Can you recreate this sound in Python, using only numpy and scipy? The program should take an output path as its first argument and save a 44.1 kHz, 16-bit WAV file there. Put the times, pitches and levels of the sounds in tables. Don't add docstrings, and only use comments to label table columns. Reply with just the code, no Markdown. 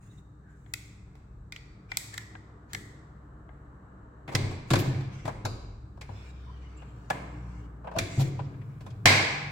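import sys
import numpy as np
from scipy import signal
from scipy.fft import rfft, irfft, next_fast_len
from scipy.io import wavfile
from scipy.ndimage import uniform_filter1d, map_coordinates

SR = 44100
rng = np.random.default_rng(int(sys.argv[2]) if len(sys.argv) > 2 else 0)


def generate_wav(sig):
    pcm = np.round(np.clip(np.atleast_2d(sig).T, -1, 1) * 32767).astype(np.int16)
    wavfile.write(sys.argv[1], SR, pcm)


N = 419391

# (f/Hz, relative density/dB)
HISS = [(1470, -45), (2500, -35), (3270, -4.5), (3540, -5.5), (3650, 10), (3950, 9.5), (5010, -0.5),
        (7200, 7), (7980, 11.5), (8500, -5.5), (8910, -28.5), (12000, -22), (16500, -25.5)]
HISS_DB, TOP_HZ = -84.5, 16000

# (t/s, rumble level/dB, murmur of motors level/dB, tyre rush level/dB)
TOWN = [(0, -55, -67.5, -65.5), (1.6, -55.5, -63, -65.5), (2.4, -55, -61, -61.5), (4, -56, -61, -59),
        (5.8, -55.5, -62, -65), (6.6, -51.5, -59.5, -60), (7.6, -53, -57, -56.5), (9.51, -39.5, -58, -63.5)]
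# (f/Hz, relative density/dB)
DEEP = [(12, -49), (20, -14.5), (43, 10), (75, 0.5), (80, 4), (100, -28.5), (180, -120)]
RUMBLE = [(60, -26.5), (80, -5), (103, 7), (125, 5), (145, 8), (165, -10), (188, -3.5), (215, -11.5),
          (250, -55.5)]
MOTORS = [(190, -38.5), (225, 1), (260, -8.5), (293, 0), (330, -7.5), (375, -6), (480, -8), (560, -59.5)]
TYRES = [(260, -59.5), (450, -8), (1030, -8), (1160, -5.5), (1780, -14), (1940, -22), (2520, -34.5),
         (3000, -32.5), (3900, -52.5), (6600, -120)]
DEEP_DB, DEEP_SWELL_DB = -60.5, 4

# (t/s, firing tone level/dB, higher tones level/dB)
ENGINE = [(5.4, -53, -66.5), (6.6, -41, -67.5), (7.1, -45, -56.5), (7.45, -37, -49), (7.95, -46, -54),
          (9, -64, -70.5)]
ENGINE_HZ, SAG_HZ_PER_S, SAG_FROM_S = 63.35, 2.9, 6.3

# (f/Hz, width/Hz, level/dB)
HUM = [(48.4, 4.7, -64), (108, 19, -56), (148.8, 32, -61), (186.3, 12, -62), (237.2, 7.7, -73),
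       (291.6, 10, -67), (384.4, 22, -74)]

# (f/Hz, t60/s)
ROOM = [(60, 1.1), (160, 1.1), (420, 0.89), (1100, 1.2), (2900, 0.95), (7700, 0.73), (11000, 0.41),
        (16000, 0.45)]
# (f/Hz, correlation)
ALIKE = [(60, 1.0), (150, 0.98), (380, 0.7), (950, 0.015), (2380, 0), (5980, 0.064), (15000, 0.22)]
GAP_HZ, GAP_WIDTH_HZ, GAP_DEPTH = 1370, 32, 0.54

# (t/s, peak level/dB, upper modes level/dB, deep share 0-1)
THUMPS = [(2.743, -38, -7, 0.7), (4.284, -34, -3, 0.2), (4.352, -19, -11.5, 0.41),
          (4.439, -21.5, -15.5, 0.9), (4.714, -14, -6, 0.31), (4.738, -15, -22, 0.43),
          (4.788, -23, -15, 0.8), (4.881, -18.5, -37, 0.34), (5.071, -32, -53, 0.36),
          (5.253, -28, -8.5, 0.34), (5.454, -24.5, -16, 0.74), (6.097, -33.5, -15, 0.57),
          (7.11, -31, -5.5, 0.19), (7.97, -26, -7, 0.53), (8.02, -24, -33, 1), (8.183, -15, -16, 0.45),
          (8.204, -23, -21, 0.1), (8.389, -35, -10.5, 0.96), (8.465, -32, -25, 0.96),
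          (8.849, -35, -18, 0.51), (9.061, -16.5, -6.5, 0.54)]
# (f/Hz, width/Hz, level/dB)
DESK = [(30.5, 48, -6), (48.7, 11, -15.5), (101.3, 9.1, 12), (135.8, 8.6, 13), (187.3, 70, 1.5),
        (277.3, 15, 7.5), (337, 64, 3.5)]
PUSH_S, BOOM_DB, BOOM_PER_UPPER = 0.014, 3, 0.33

# (t/s, length/s, lower level/dB, treble level/dB, loudest ring f/Hz)
RUB = [(0.03, 0.17, -76, -67.5, 3580), (0.5, 0.47, -84, -73, 2370), (1.913, 0.13, -60, -64, 2770),
       (2.14, 0.08, -57, -56.5, 2280), (2.712, 0.089, -64, -67.5, 4000), (4.38, 0.18, -64, -62, 2950),
       (4.692, 0.2, -62, -58.5, 2520), (4.902, 0.16, -63, -92, 2310), (5.13, 0.16, -59, -66.5, 2250),
       (6.096, 0.213, -63, -68, 2620), (6.336, 0.46, -68, -78.5, 2270), (6.796, 0.86, -71, -73, 2500),
       (7.975, 0.051, -49.5, -69, 2640), (8.12, 0.16, -54.5, -52, 3030), (8.328, 0.14, -64.5, -79, 2340),
       (8.553, 0.28, -80.5, -86, 2530)]
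# (f/Hz, level/dB)
SLIDE = [(700, -36), (1100, 3), (2200, 6.5), (3000, 1), (4500, -3.5), (6000, -4), (7000, -35.5)]
BRUSH = [(5000, -42), (6200, -5), (7500, 1), (8600, -9), (12000, -27.5), (16000, -14.5)]
GRIP_S, LET_GO_S = 0.041, 0.031

# (t/s, length/s, f/Hz, width/Hz, level/dB)
SQUEAKS = [(0.084, 0.063, 3780, 197, -69), (0.167, 0.037, 3730, 253, -68), (0.379, 0.26, 1597, 355, -65),
           (1.885, .04, 2390, 120, -56.5), (2.13, 0.023, 1750, 150, -44), (4.77, 0.064, 13000, 5020, -43.5),
           (5.263, 0.067, 810, 700, -44), (6.098, 0.19, 3520, 200, -65), (6.36, 0.19, 3540, 253, -72.5),
           (6.448, 0.089, 1015, 160, -55), (6.759, 0.037, 7400, 400, -61), (6.761, 0.089, 2800, 149, -60.5),
           (7.936, 0.075, 657, 120.5, -33), (8.175, 0.073, 12380, 6900, -50.5),
           (8.178, .07, 3770, 4490, -40), (8.18, 0.059, 694, 403, -36.5)]

# (f/Hz, width/Hz, level relative to the blow/dB, t60/s)
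PIN = [(1930, 130, -9, 0.84), (4570, 15, -1.5, .7)]
STEEL = [(798, 97, -13, 1.4), (1055, 81, -16, 0.91), (1690, 280, -19.5, 0.99), (2128, 110, -17, 0.98),
         (2306, 410, -14.5, 1.13), (4024, 500, -13, 0.83), (4730, 330, -12, 0.8), (7540, 300, -15, 0.65)]

# (t/s, edge peak level/dB, body over edge/dB, snap over edge/dB, ring f/Hz, left-right level/dB, room level/dB)
TICKS = [(0.044, -74, 1, -2, 1500, 0, -18), (0.662, -56.5, -7, -23.5, 1580, 14, 1),
         (0.738, -28.5, -22, 0.5, 2540, 1.5, -11), (1.154, -57.5, 0.5, -4.5, 2630, -5, 1),
         (1.5233, -32, -18.5, -7, 2450, 2, -6.5), (1.5624, -32.5, -21, -9, 4550, 0.5, -18.5),
         (1.918, -27.5, -11.5, -10.5, 2360, 0, -11), (1.9716, -25, -12.5, 2, 2450, -5, -8.5),
         (2.141, -39, -12.5, -4, 1630, 9.5, -7.5), (2.1786, -28, -19, -3, 1756, 2.5, -11),
         (2.3523, -45, 3, -26, 1620, 6.5, -21), (2.7334, -34, -18, 0, 1660, 2, -6),
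         (2.7487, -26, -19, -7, 1750, 6.5, -14), (3.491, -55.5, 10, -32, 1620, 6, -2.5)]
KNOCKS = [(4.2777, -39, -2, -13.5, 1910, 2, -14), (4.2874, -42, 6.5, -11.5, 2030, 4, 1.5),
          (4.3181, -52.5, 13.5, -2, 1620, 1, 10.5), (4.3506, -20.5, -4.5, 1.5, 2043, -2, -9),
          (4.44, -45, 1, -23, 1990, 7, -14), (4.509, -51, 13, -2, 2120, 6, -2.5),
          (4.7044, -27.5, 2.5, 0, 3860, -1, -5.5), (4.7093, -30, 0, -2.5, 3660, 1, -4.5),
          (4.7348, -22.5, 3, -2.5, 1720, 2, -5), (4.7557, -27.5, -1, -2, 2400, 1, -13),
          (4.7894, -37, 0, 3, 3120, 0, -12), (5.0074, -48, 0, -4.5, 1910, 5, -4.5),
          (5.253, -40, 8.5, -5, 1940, 3, -1), (5.2771, -40, 12.5, -4, 1670, 3, -14.5),
          (5.29, -49, 12, -18, 1650, -6, -7), (5.4512, -34.5, 9.5, 3.5, 4280, 3, -8),
          (5.9728, -65.5, 19, -3, 1520, 5, -10), (6.0114, -40.5, -2, -5, 2100, 1, -7.5),
          (6.0901, -60.5, 16, -20, 1480, 16, 3.5), (6.8198, -54, 8, -15, 1660, 6, -4),
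          (7.1016, -25, 6, -8, 1720, 2.5, -8), (7.8426, -60, 20.5, -10, 1500, 5, 4),
          (7.8713, -46.5, 16.5, -18, 1570, 1, -10), (7.9133, -50.5, 14.5, -12, 1510, 4, -6),
          (7.9369, -60, 12.5, -3, 1650, 3, -10.5), (7.9623, -44.5, 15, -4.5, 1440, 6, -12),
          (7.9864, -22, -6.5, 1.5, 2358, 0, -9), (8.3911, -46.5, 16, -14, 1558, 3, -8.5),
          (8.539, -60, 0, -25, 1624, 12.5, -3), (8.6144, -55, -11, -17.5, 1570, 10, -8),
          (8.7004, -68.5, -7, -24, 2120, 12, 10), (8.8072, -54.5, 6.5, -2, 1500, 0, -4),
          (8.8631, -53, 12.5, 0, 2440, -3, -5), (8.9028, -62, -2, 8.5, 3280, 0.5, -18),
          (9.0571, -9.5, -5, -1.5, 2047, -4, 3)]
# (f/Hz, width/Hz, level/dB)
BADGE = [(760, 150, 2.5), (1430, 130, -2.5), (2070, 180, 2), (3386, 580, 1), (4700, 1980, 0.5),
         (7850, 880, 2), (10740, 980, -3.5), (15000, 12000, -11)]
PRESS = [(440.5, 76, 7.5), (571, 346, 9), (798, 250, 10.5), (1024, 173, 7), (1574, 340, 3), (2059, 230, 3),
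         (2357, 700, 1), (3470, 300, 4.5), (3940, 800, 4), (5480, 3230, -1), (7560, 600, 2),
         (8990, 1100, -11.5), (12300, 1100, -10), (17000, 2000, -12.5)]
# (chatter t60/s, ring level/dB, fizz over edge at zero snap/dB, fizz dB per snap dB)
BADGE_TOUCH = (0.021, 3.9, 4.1, 2.42)
PRESS_TOUCH = (0.0733, 9.5, -4.5, 0.9)
EDGES_HZ = [1400, 3000, 6500]
HARD_DB_PER_DB, HARD_FROM_DB = 0.34, -35.5
SNAP_TOP_DB = 3


def amp(db):
    return 10 ** (np.asarray(db) / 20)


def unit(x):
    return x / np.sqrt(np.mean(x ** 2) + 1e-20)


def along(points, hz):
    f, v = np.transpose(points)
    return np.interp(np.log(hz + 1), np.log(f + 1), v)


def curves(rows):
    s, *cols = np.transpose(rows)
    return np.array([np.interp(np.arange(N) / SR, s, c) for c in cols])


def wobble(rate):
    knots = rng.standard_normal(int(N * rate / SR) + 4)
    return map_coordinates(knots, [np.arange(N) * rate / SR])


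def filtered(x, response):
    n = x.shape[-1]
    m = next_fast_len(n + min(n, SR // 4))
    return irfft(rfft(x, m) * response(np.fft.rfftfreq(m, 1 / SR)), m)[..., :n]


def modes(table, f):
    return sum((-1) ** k * amp(db) * 1j * f * w / (c * c - f * f + 1j * f * w)
               for k, (c, w, db) in enumerate(table))


def narrow(hz, width, n):
    noise = rng.standard_normal((2, n + SR // 10))
    return unit(filtered(noise, lambda f: modes([(hz, width, 0)], f) ** 2)[:, -n:])


def ported(pair, spectrum):
    def response(hz):
        turn = np.arccos(np.clip(along(ALIKE, hz), -1, 1)) / 2
        return amp(along(spectrum, hz)) * [np.cos(turn), np.sin(turn)]
    both = filtered(pair, response)
    return np.stack([both.sum(-2), both[..., 0, :] - both[..., 1, :]], -2)


def rush(spectrum):
    return unit(ported(rng.standard_normal((2, N)), spectrum))


def add(out, s, sound):
    part = out[:, round(s * SR):][:, :sound.shape[1]]
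    part += sound[:, :part.shape[1]]


def town():
    rumble_db, motors_db, tyres_db = curves(TOWN)
    rumble = amp(rumble_db + 1.5 * wobble(5.5)) * rush(RUMBLE)
    motors = amp(motors_db) * rush(MOTORS)
    tyres = amp(tyres_db + 0.92 * wobble(0.93)) * rush(TYRES)
    deep = amp(DEEP_DB + DEEP_SWELL_DB * wobble(1.4)) * rush(DEEP)
    return rumble + motors + tyres + deep


def engine():
    first_db, over_db = curves(ENGINE)
    hz = ENGINE_HZ - SAG_HZ_PER_S * np.maximum(np.arange(N) / SR - SAG_FROM_S, 0)
    phase = 2 * np.pi * np.cumsum(hz + .8 * wobble(4.6)) / SR
    over = amp(4.1 * wobble(7.2)) * np.sin(3 * phase)
    over += amp(-4.5 + 6.8 * wobble(8)) * np.sin(4.95 * phase)
    over += amp(-1.5 + 4.2 * wobble(6.6)) * np.sin(2 * phase)
    return amp(first_db + 1.5 * wobble(2.7)) * np.sin(phase) + amp(over_db) * over


def hum():
    def tones(f):
        return sum(amp(db) * modes([(hz, w, 0)], f) ** 2 * np.sqrt(SR / w) * 0.71 for hz, w, db in HUM)
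    return filtered(rng.standard_normal(N), tones)


def tails(count):
    noise = ported(rng.standard_normal((count, 2, SR)), [(100, 0)])
    hz, t, z = signal.stft(noise, SR, nperseg=256)
    tail = signal.istft(z * amp(-60 * t / along(ROOM, hz)[:, None]), SR, nperseg=256)[1]
    tail = tail * (1 - np.exp(-np.arange(tail.shape[-1]) / SR / 0.0016))
    tail = tail / np.sqrt(np.sum(tail ** 2, -1, keepdims=True))
    return np.pad(tail, ((0, 0), (0, 0), (round(.005 * SR), 0)))[..., :SR]


def echo(response, room, energy):
    tail = filtered(room, response)
    return tail * np.sqrt(energy / np.sum(tail[0] ** 2))


def desk(rooms):
    out, t = np.zeros((2, N)), np.arange(SR // 2) / SR
    for k, (s, db, upper_db, deep) in enumerate(THUMPS):
        room_db = BOOM_DB + BOOM_PER_UPPER * upper_db
        force = (rng.standard_normal(len(t)) + 12 * (t < .002)) * np.exp(-t / PUSH_S)
        deep = np.clip(deep, .02, .98)

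        def share_db(c):
            return upper_db if c > 170 else 20 * np.log10(deep if c < 115 else 1 - deep)
        table = [(c, w, g + share_db(c)) for c, w, g in DESK]
        ring = filtered(force, lambda f: modes(table, f))
        ring = ring * amp(db) / np.abs(ring).max()
        add(out, s - .006, ring * amp([[.5], [-.5]]))
        boom = echo(lambda f: modes(table, f) * (f < 600), rooms[-k % len(rooms)], np.sum(ring ** 2))
        add(out, s, amp(room_db) * boom)
    return out


def unit_density(hz):
    return 1 / np.sqrt(np.mean(amp(along(SLIDE, hz)) ** 2))


def rubbing():
    hz, t, z = signal.stft(rng.standard_normal((2, N)), SR, nperseg=512)
    at = np.minimum(t * SR, N - 1).astype(int)
    patches = uniform_filter1d(rng.standard_normal(z.shape[1:]), size=2, axis=0)
    patches = unit(uniform_filter1d(patches, size=24, axis=1))
    grips_db = 1.4 * wobble(40)[at] + 5 * patches
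    colour = np.zeros(z.shape[1:])
    for s, length, level_db, treble_db, ring_hz in RUB:
        swell, fade = 1 + (t - s) / GRIP_S, 1 + (s + length - t) / LET_GO_S
        stroke = np.clip(np.minimum(swell, fade), 0, 1) ** 2
        ring = 1 + 0.37 * np.exp(-(np.log((hz + 1) / ring_hz) / 0.043) ** 2)
        tone = amp(level_db + along(SLIDE, hz)) * ring + amp(treble_db + along(BRUSH, hz))
        colour = np.maximum(colour, tone[:, None] * stroke)
    return unit_density(hz) * signal.istft(z * colour * amp(grips_db), SR, nperseg=512)[1][:, :N]


def squeaks():
    out = np.zeros((2, N))
    for s, length, hz, width, db in SQUEAKS:
        sound = narrow(hz, width, SR // 4)[:, :round(length * SR)]
        add(out, s, amp(db) * np.hanning(sound.shape[1]) * sound)
    return out


def rings(events, clusters, reach_db_per_oct):
    s, db, _, snap_db, ring_hz, _, room_db = np.transpose(events)
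    out = np.zeros((2, N))
    for hz, width, under_db, t60 in clusters:
        distance_db = reach_db_per_oct * np.abs(np.log2(hz / ring_hz))
        gains = amp(db + snap_db * (hz > EDGES_HZ[1]) + room_db + under_db - distance_db)
        energy = np.bincount(np.round(s * SR).astype(int), gains ** 2, N)
        slow_decay, quick_rise = amp(-120 / t60 / SR), np.exp(-1 / (0.003 * SR))
        for keep in (slow_decay, quick_rise):
            energy = signal.lfilter([1], [1, -keep], energy)
        out += np.sqrt(energy * (1 - quick_rise)) * narrow(hz, width, N)
    return out


def bands(f):
    above = [1 / (1 + (e / (f + 1)) ** 10) for e in EDGES_HZ]
    return -np.diff([np.ones_like(f)] + above + [np.zeros_like(f)], axis=0)


def contacts(events, body, touch, rooms):
    out, t = np.zeros((2, N)), np.arange(-SR // 250, SR // 12) / SR
    usual_t60, ring_db, fizz_zero_db, fizz_per_snap = touch
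    size = rooms.shape[-1]
    f, spectra = np.fft.rfftfreq(size, 1 / SR), rfft(rooms)
    shares = bands(f)
    gap = 1 - GAP_DEPTH * np.exp(-((f - GAP_HZ) / GAP_WIDTH_HZ) ** 2)
    for k, (s, db, body_db, snap_db, hz, pan_db, room_db) in enumerate(events):
        t60 = usual_t60 * amp(-HARD_DB_PER_DB * max(db - HARD_FROM_DB, 0))
        fizz_db = fizz_zero_db + fizz_per_snap * min(snap_db, SNAP_TOP_DB)
        attack = np.maximum(1 - np.exp(-t / (0.024 * t60)), 0)
        chatter = rng.standard_normal((3, len(t))) * amp(-60 * t / t60) * attack
        ports = 0.59 * chatter[0] + chatter[1:]
        table = sorted(body + [(hz, 0.037 * hz, ring_db)])
        parts = filtered(ports, lambda f: modes(table, f) * bands(f)[:, None])
        peaks = np.abs(parts.mean(1)).max(-1)
        levels = amp(db + np.array([body_db, 0, snap_db, fizz_db]))
        parts = parts * (levels / peaks)[:, None, None]
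        add(out, s - .005, parts.sum(0) * amp([[pan_db / 2], [-pan_db / 2]]))

        blurred = [(c, 1.3 * w, g) for c, w, g in sorted(body + [(hz, 0.073 * hz, ring_db - 2.5)])]
        ripple_db = 0.95 * np.interp(f, 130 * np.arange(200), rng.standard_normal(200))
        answer = spectra[k % len(rooms)] * np.abs(modes(blurred, f)) * amp(ripple_db) * gap
        direct_energy = np.sum(parts ** 2, (1, 2)) * size / 4
        gains = np.sqrt(direct_energy / (shares ** 2 @ np.abs(answer[0]) ** 2))
        add(out, s, amp(room_db) * irfft(answer * (gains @ shares), size))
    return out


def scene():
    rooms = tails(count=9)
    background = (town() + engine() + hum()) * amp([[.4], [-.4]])
    friction = rubbing() + squeaks()
    friction = friction + amp(-10.5) * signal.fftconvolve(friction, rooms[0], axes=1)[:, :N]
    badge = contacts(TICKS, BADGE, BADGE_TOUCH, rooms) + rings(TICKS, PIN, reach_db_per_oct=36.5)
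    press = contacts(KNOCKS, PRESS, PRESS_TOUCH, rooms) + rings(KNOCKS, STEEL, reach_db_per_oct=10.5)
    return background + desk(rooms) + friction + badge + press


def record(dry):
    x = dry + amp(HISS_DB) * rush(HISS)
    rounded = x / (1 + np.abs(x) ** 6) ** (1 / 6)
    return filtered(rounded, lambda hz: hz < TOP_HZ)


dry = scene()
out = record(dry)
generate_wav(out)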